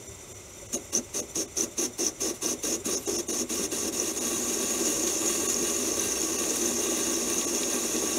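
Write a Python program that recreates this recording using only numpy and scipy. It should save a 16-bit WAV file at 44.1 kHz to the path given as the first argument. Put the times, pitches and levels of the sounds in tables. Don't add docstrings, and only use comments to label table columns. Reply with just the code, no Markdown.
import sys
import numpy as np
from scipy import signal
from scipy.fft import rfft, irfft, next_fast_len
from scipy.io import wavfile
from scipy.ndimage import uniform_filter1d, map_coordinates

SR = 44100
rng = np.random.default_rng(int(sys.argv[2]) if len(sys.argv) > 2 else 0)


def makeup_ratio(level_db):
    decades = np.asarray(level_db, float) / 20
    return 10 ** decades


def store_pcm(level_fs):
    pcm = np.round(np.clip(level_fs, -1, 1) * 32767).astype(np.int16)
    wavfile.write(sys.argv[1], SR, np.atleast_2d(pcm).T)


N = 360738
FRAME = 941
UNBROKEN_S = 4.159

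# start_s, length_s, ring_in_db, ring_out_db, pitch_in_hz
CONTACTS = [(0.732, 0.028, -22, -32.5, 6700), (0.929, 0.049, -37, -23, 5970), (1.143, 0.06, -31, -29, 6300),
            (1.356, 0.068, -28.5, -29.5, 6120), (1.569, 0.072, -27, -31.5, 6160),
            (1.78, 0.078, -28, -28, 6200), (1.987, 0.097, -32, -27.5, 6100), (2.207, 0.097, -31, -29, 6000),
            (2.422, .11, -30, -31, 6200), (2.634, 0.12, -30.5, -29, 6300), (2.854, 0.12, -33.5, -29, 6380),
            (3.063, 0.14, -33, -31, 6200), (3.283, 0.14, -31.5, -31, 6330), (3.497, 0.16, -34, -31, 6260),
            (3.717, 0.17, -34, -32, 6400), (3.928, 0.19, -34, -33.5, 6400)]
# start_s, ring_level_db, ring_pitch_hz
FEED = [(4.17, -32.5, 6570), (4.45, -31.5, 6650), (4.75, -31, 6750), (5.0, -30.5, 6580), (5.3, -31, 6700),
        (5.6, -31, 6700), (5.9, -32, 6400), (6.3, -31.5, 6450), (6.7, -31, 6540), (7.2, -31.5, 6500),
        (7.7, -32, 6550), (8.18, -31.5, 6430)]
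# pitch_hz, width_hz, level_db
BED = [(200, 41.4, -8), (245, 20.5, -2.5), (321.7, 31.2, -2), (353.6, 28, -1.5), (390, 25, -1),
       (483, 51, -10), (560, 84.5, -12)]


def cut():
    # pitch_hz, width_hz, level_db
    holder = [(5350, 45, -3), (5220, 58, -3), (5560, 47, -1.5), (5886, 100, -3), (6120, 83, -3.5),
              (6330, 76, -4), (6560, 85, -3), (6860, 19, -7.5), (6716, 47, -6), (6800, 60, -2.5),
              (6980, 77, -7.5), (7500, 34, -4)]
    # pitch_hz, width_hz, level_db
    slide = [(1140, 36, 1.5), (1601, 50, -5.5), (1852, 92, -7), (2042, 120, -10.5), (2443, 167, -8),
             (2712, 65, -1.5), (2877, 51, -1), (3314, 96, -6.5), (3523, 100, -5), (3880, 170, -4),
             (4396, 28, -4), (4450, 25, -8), (4650, 43, -5), (7760, 110, -11), (8240, 230, -6.5),
             (8540, 59, -3.5), (8980, 120, -4.5), (9200, 70, 1), (9160, 59, 1.5), (9470, 160, -2),
             (10090, 263, -3.5), (12000, 210, -5.5), (12540, 110, -8.5), (13150, 200, -14.5),
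             (15000, 350, -16.5), (15500, 250, -13)]
    # pitch_hz, level_db (per Hz)
    chip = [(290, -21), (500, -12), (917, -4.5), (1160, -9.5), (1350, -16.5), (2790, -9.5), (3090, -8),
            (3830, -14.5), (4970, -6.5), (6730, -1.5), (12300, -11), (14100, -14.5), (15800, -23)]
    t = np.arange(N) / SR
    ring_gain, bed_gain, hiss_gain, centre_hz = contact()
    force = tearing(grain_db=1.5, rate=260)

    shank = modes([(6060, 10000, 0)])
    each = filtered(force, lambda f: np.array([modes([m])(f) for m in holder]) * shank(f))
    reach_hz = np.interp(t, [.9, 2.5], [380, 750])
    ring = np.zeros(N)
    for k, (hz, _, _) in enumerate(holder):
        favour_db = np.maximum(-4 * ((hz - centre_hz) / reach_hz) ** 2, -14) + 1.95 * wobble(14)
        ring += (-1) ** k * makeup_ratio(favour_db) * each[k]
    ring = ring / np.sqrt(np.abs(uniform_filter1d(ring ** 2, size=8000)))

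    bed_low_cut = lambda f: (f / 170) ** 4 / (1 + (f / 170) ** 4)
    bed = unit(filtered(tearing(grain_db=2, rate=70), lambda f: modes(BED)(f) * bed_low_cut(f)))

    grit = tearing(grain_db=2.0, rate=300) * makeup_ratio(1.34 * wobble(18))
    hiss = unit(filtered(grit, modes(slide)))
    hiss = hiss + makeup_ratio(1.0) * unit(filtered(force, lambda f: makeup_ratio(along(chip, f))))
    load_db = np.interp(t, [.8, 3.5, 8], [-3, -.6, 1.5])
    below_4k = signal.butter(2, 4000, fs=SR, output="sos")
    hiss = hiss + (makeup_ratio(load_db) - 1) * signal.sosfilt(below_4k, hiss)

    mix = makeup_ratio(-1.28) * ring_gain * ring + makeup_ratio(0.14) * bed_gain * bed + makeup_ratio(0.77) * hiss_gain * hiss
    return filtered(mix, nulls)


def contact():
    # start_s, level_db
    surges = [(4.855, 6.5), (5.07, 4), (5.26, 4), (5.49, 3), (5.69, 2.5), (6.115, 1), (6.5, 1), (6.655, 3),
              (7.09, 0), (7.38, 4), (7.55, 5.5), (7.73, 0), (8.07, 1.5)]
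    # start_s, length_s, hiss_level_db
    trails = [
        (2.33, 0.052, -50),
        (2.99, 0.078, -49.5),
        (4.123, .05, -42),
    ]
    silent_db = -60
    attack_s, settle_s = 0.017, 0.0044
    surge_rise_s, surge_fall_s = .006, 0.053
    bed_rings_s = 0.039
    bed_lag_s, hiss_lead_s = 0.003, 0.0033
    graze_s = .056
    fade = np.array([[820], [230], [700]])
    shift_s = np.array([[0], [-bed_lag_s], [hiss_lead_s]])
    t = np.arange(N) / SR

    s, feed_db, feed_hz = np.transpose(FEED)
    depth_db = np.interp(t, s, feed_db) - 0.3
    centre_hz = np.interp(t, s, feed_hz)
    for s, db in surges:
        swell = np.minimum(1 + (t - s) / surge_rise_s, 1 - (t - s) / surge_fall_s)
        depth_db = depth_db + db * np.clip(swell, 0, 1)
    swing_db = depth_db - depth_db[t > UNBROKEN_S].mean()
    rise = np.clip((t - UNBROKEN_S - settle_s) / attack_s + 1, 0, 1)
    full_db = np.array([depth_db, -34 + 0.58 * swing_db, -38 + 0.54 * swing_db])
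    gains = (rise > 0) * makeup_ratio(silent_db + rise * (full_db - silent_db))

    for bite, length, in_db, out_db, hz in CONTACTS:
        first = round((bite - attack_s - hiss_lead_s) * SR)
        span = slice(first, round((bite + length + 2 * bed_rings_s) * SR))
        u = t[span] - bite
        through = np.clip(u / length, 0, 1)
        rise = np.clip((u - settle_s + shift_s) / attack_s + 1, 0, 1)
        after = np.maximum(u - length, 0)
        going_in, coming_out = np.array([[in_db], [-34.5], [-39]]), np.array([[out_db], [-34.5], [-39.5]])
        held_db = going_in * (1 - through) + coming_out * through
        level = makeup_ratio(silent_db + rise * (held_db - silent_db) - fade * after)
        damped = np.clip(2 - after / bed_rings_s, 0, 1) ** 2
        gains[:, span] = np.maximum(gains[:, span], level * (rise > 0) * damped)
        hz_per_db = 19 if length < graze_s else -45
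        bent_hz = hz + hz_per_db * (held_db[0] - in_db)
        centre_hz[span] = np.where(t[span] < UNBROKEN_S, bent_hz, centre_hz[span])

    for s, length, db in trails:
        span = slice(round(s * SR), round((s + length) * SR))
        scrape = makeup_ratio(db) * np.hanning(span.stop - span.start) ** .25
        gains[2, span] = np.maximum(gains[2, span], scrape)
    return *gains, centre_hz


def tearing(grain_db, rate):
    return unit(rng.standard_normal(N) * makeup_ratio(grain_db * wobble(rate)))


def nulls(f):
    # pitch_hz, width_hz, gain_db
    notches = [(149, 75, -11.5), (913, 60, -4.5), (1410, 160, 1), (1694, 68, -10), (2240, 56, -4),
               (3040, 280, -9.5), (4900, 210, -6.5), (7500, 130, 3), (7990, 120, -18), (8580, 120, -15),
               (11300, 360, -4), (14100, 2300, -5)]
    response = 1
    for c, w, db in notches:
        response = response * (c * c - f * f + 1j * f * w * makeup_ratio(db)) / (c * c - f * f + 1j * f * w)
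    return response


def chatter():
    # start_s, peak_level_db, pitch_hz
    rattles = [(0.9503, -8, 6020), (1.6073, -7, 6060), (2.0518, -18, 6060), (2.0657, -10, 5980),
               (2.4603, -12, 5960), (3.9983, -12.5, 6000), (4.8529, -25, 6850), (4.9956, -26, 6870),
               (5.0734, -21, 6260), (5.4765, -19.5, 6570), (5.5234, -19, 6660), (5.5418, -12.5, 5680),
               (5.5678, -13, 6550), (5.679, -12.5, 6600), (5.7633, -15, 6860), (5.918, -14, 6330),
               (5.9948, -13.5, 6140), (6.1195, -9, 6100), (6.2158, -16, 6850), (6.5046, -15.5, 6470),
               (6.6583, -12.5, 6210), (7.0319, -14, 6470), (7.0968, -18, 6600), (7.1527, -16, 6200),
               (7.3298, -18, 5970), (7.3821, -23, 6040), (7.6231, -21, 6800), (7.7309, -14, 6120),
               (7.9638, -19, 5930), (8.0741, -17, 6500)]
    # start_s, peak_level_db, pitch_hz
    grazes = [
        (0.5357, -34, 6800),
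        (0.5454, -38, 6010),
        (2.3454, -37, 5960),
    ]
    # start_s, peak_level_db, centre_hz
    snaps = [
        (3.9982, -41, 2900),
        (5.0736, -21, 4450),
        (5.2594, -24, 3880),
        (5.497, -29, 3320),
        (5.6965, -21.5, 3880),
        (6.4372, -21, 2700),
        (7.4115, -19, 3850),
        (7.632, -17, 3830),
        (7.9637, -20, 4670),
    ]
    # start_s, peak_level_db, pitch_hz
    thuds = [(0.755, -25, 520), (0.97, -19.5, 363), (1.19, -22, 495), (1.21, -23.5, 245), (1.4, -17, 390),
             (2.221, -21.5, 399), (2.712, -21, 369), (3.599, -19, 336), (4.36, -15, 236), (4.884, -15, 300),
             (5.379, -16.5, 320), (5.624, -16, 345)]
    springs, breaks, jolts = bites()
    tip = bursts(rattles + grazes + springs, t60=0.017, hold=0.0022, spread=0.071, count=5, main=1.52,
                 trim_db=-11.0)
    chips = bursts(snaps + breaks, t60=0.029, hold=.002, spread=.45, count=30, main=0, trim_db=-8.5)
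    bed = bursts(thuds + jolts, t60=0.11, hold=0.0044, spread=0.36, count=2, main=0.9, trim_db=-12.0)
    return tip + chips + bed


def bites():
    light_until_s, snaps_from_s = 1.5, 2.1
    jolt_lag_s = 0.00612
    rows = [(s, db, hz) for s, _, db, _, hz in CONTACTS] + [(UNBROKEN_S, *FEED[0][1:])]
    tip, chips, bed = [], [], []
    for (s, db, hz), luck in zip(rows, rng.uniform(-1, 1, (len(rows), 4))):
        tip.append((s, db + 4 + 3 * luck[0], hz + 150))
        mode = 1 if s < light_until_s else int(3.5 + 1.49 * luck[2])
        bed.append((s + jolt_lag_s, -24 + 1.5 * luck[1], BED[mode][0]))
        if s > snaps_from_s:
            chips.append((s, -43 + 5.1 * luck[0], 3450 * (1 + 0.21 * luck[3])))
    return tip, chips, bed


def bursts(events, t60, hold, spread, count, main, trim_db):
    out, t = np.zeros(N + SR), np.arange(SR // 12) / SR
    chance = rng.uniform(-1.04, 1, (len(events), 2, count, 1))
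    swell = (1 - np.exp(-4 * t / hold)) * makeup_ratio(-60 * np.maximum(t - hold, 0) / t60)
    for (s, db, hz), (off, turn) in zip(events, chance):
        beside = np.sin(2 * np.pi * hz * (1 + spread * off) * t + np.pi * turn).sum(axis=0) / np.sqrt(count)
        tone = main * np.sin(2 * np.pi * hz * t)
        out[round(s * SR):][:len(t)] += makeup_ratio(db + trim_db) * swell * (tone + beside)
    return out[:N]


def swarf():
    # time_s, level_db, pitch_hz
    drag = [
        (2.955, -75, 12300),
        (2.975, -54, 12200),
        (3.02, -54, 12000),
        (3.05, -56, 12000),
        (3.065, -75, 12000),
    ]
    s, db, hz = np.transpose(drag)
    t = np.arange(N) / SR
    pitch_hz = np.interp(t, s, hz) + 350 * wobble(900)
    level_db = np.interp(t, s, db, -200, -200) + 4 * wobble(250)
    return makeup_ratio(level_db + 5) * np.sin(2 * np.pi * np.cumsum(pitch_hz) / SR)


def idle():
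    # pitch_hz, width_hz, level_db
    gears = [(105, 42, 0.5), (395, 28, 0.5), (565, 33, -1.5), (1840, 18, -42), (2125, 14, -6.5),
             (3595, 54, -9), (5930, 31, 2), (5810, 55, -9), (6850, 210, -9), (7400, 96, -2),
             (8000, 64, -32), (8350, 26, -19), (8960, 240, -14), (9610, 140, -10.5), (9460, 140, -16),
             (11960, 60, -11)]
    # pitch_hz, level_db (per Hz)
    motor = [(13, -45), (22, -5), (87, -4.5), (276, -12), (385, -3), (441, -14), (565, -8.5), (649, -15.5),
             (1400, -19), (1750, -26.5), (2060, -18), (4970, -26.5), (5860, -13), (7300, -18.5),
             (15800, -36.5)]
    # pitch_hz, level_db (peak)
    lines = [
        (1997, -64.5),
        (2175, -67.5),
        (8000, -66),
        (7450, -72),
    ]
    t = np.arange(N) / SR
    frame = unit(filtered(tearing(grain_db=3.5, rate=60), modes(gears)))
    air = unit(filtered(rng.standard_normal(N), lambda f: makeup_ratio(along(motor, f))))
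    whine = np.zeros(N)
    for hz, db in lines:
        whine += makeup_ratio(db + 0.65 * wobble(8.5)) * np.sin(2 * np.pi * hz * t + 1.6 * wobble(9))
    return makeup_ratio(-48.5 + 0.27 * wobble(2.3)) * frame + makeup_ratio(-46.5) * air + whine


def shop(x):
    # pitch_hz, t60_s
    decay = [
        (200, 0.22),
        (2000, 0.091),
        (10000, 0.038),
    ]
    hz, t, z = signal.stft(rng.standard_normal(SR // 2), SR, nperseg=256)
    tail = signal.istft(z * makeup_ratio(-60 * t / along(decay, hz)[:, None]), SR, nperseg=256)[1]
    late = np.pad(x, (300, 0))
    return signal.fftconvolve(late, tail / np.linalg.norm(tail))[:N]


def unit(x):
    return x / np.sqrt(np.mean(x ** 2) + 1e-20)


def along(points, hz):
    f, v = np.transpose(points)
    return np.interp(np.log(hz + 1), np.log(f + 1), v)


def wobble(rate):
    coarse = np.arange(0, N + 16, 16)
    knots = rng.standard_normal(int(N * rate / SR) + 4)
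    return np.interp(np.arange(N), coarse, map_coordinates(knots, [coarse * rate / SR]))


def filtered(x, response):
    m = next_fast_len(N + SR // 8)
    return irfft(rfft(x, m) * response(np.fft.rfftfreq(m, 1 / SR)), m)[..., :N]


def modes(table):
    def response(f):
        return sum((-1) ** k * makeup_ratio(db) * 1j * f * w / (c * c - f * f + 1j * f * w)
                   for k, (c, w, db) in enumerate(table))
    return response


def scene():
    tool = cut() + chatter() + swarf()
    machine = filtered(idle(), lambda f: 1 - 0.46 * modes([(155, 50, 0)])(f))
    return (tool + makeup_ratio(-14.0) * shop(tool) + machine)[None]


def thin_briefly(x):
    dips = [.081, .337, .678, .763, .917, 1.214, 1.47, 2.962, 3.067, 3.174, 3.28, 3.322, 4.199, 5.479,
            6.375, 7.462]
    lost = .92
    x, window = x.copy(), np.hanning(FRAME) ** 0.47
    hz = np.fft.rfftfreq(FRAME, 1 / SR)
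    for s in dips:
        a = round(s * SR) - FRAME // 2
        z = rfft(x[a:a + FRAME] * window)
        standing = np.abs(z) / uniform_filter1d(np.abs(z), size=60) ** 0.39
        weak = (standing < np.quantile(standing, lost)) & (hz > 900)
        x[a:a + FRAME] -= irfft(z * weak, FRAME)
    return x


def treble_gaps(x):
    # centre_s, half_length_s, extra_level_db
    pinched = [(2.045, .05, 7), (4.2, .25, 4), (3.01, .07, 10), (3.19, .035, 11), (4.55, .2, 3),
               (5.02, .06, 5), (5.8, .17, 7), (6.4, .25, 7), (7.05, .25, 7), (7.3, .2, 7), (8.05, .3, 3)]
    hz, t, z = signal.stft(x, SR, nperseg=2 * FRAME)
    power = np.abs(z) ** 2
    patch = uniform_filter1d(power, size=7, axis=0)
    whim = uniform_filter1d(rng.standard_normal(z.shape), size=9, axis=0)
    whim_db = 2.5 * unit(uniform_filter1d(whim, size=3, axis=1))
    extra_db = sum(db * np.clip(1 - np.abs(t - s) / half, 0, 1) for s, half, db in pinched)
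    limit = power.mean(axis=0) * makeup_ratio(2 * (-23.5 + extra_db + whim_db))
    top_band = (hz > 12600) & (hz < 14800)
    z[(patch < limit) & top_band[:, None]] = 0
    return signal.istft(z, SR, nperseg=2 * FRAME)[1][:N]


def roll_off(x):
    return signal.sosfilt(signal.butter(12, 15930, fs=SR, output="sos"), x)


def record(dry):
    top_hz, low_hz = 15740, 38

    def low_cut(f):
        r = f / low_hz
        return ((1j * r) ** 2 / (1 + 1.2j * r - r ** 2)) ** 2

    mix = filtered(treble_gaps(thin_briefly(dry[0])), lambda f: (f < top_hz) * low_cut(f))
    return roll_off(mix[None])


dry = scene()
out = record(dry)
store_pcm(out)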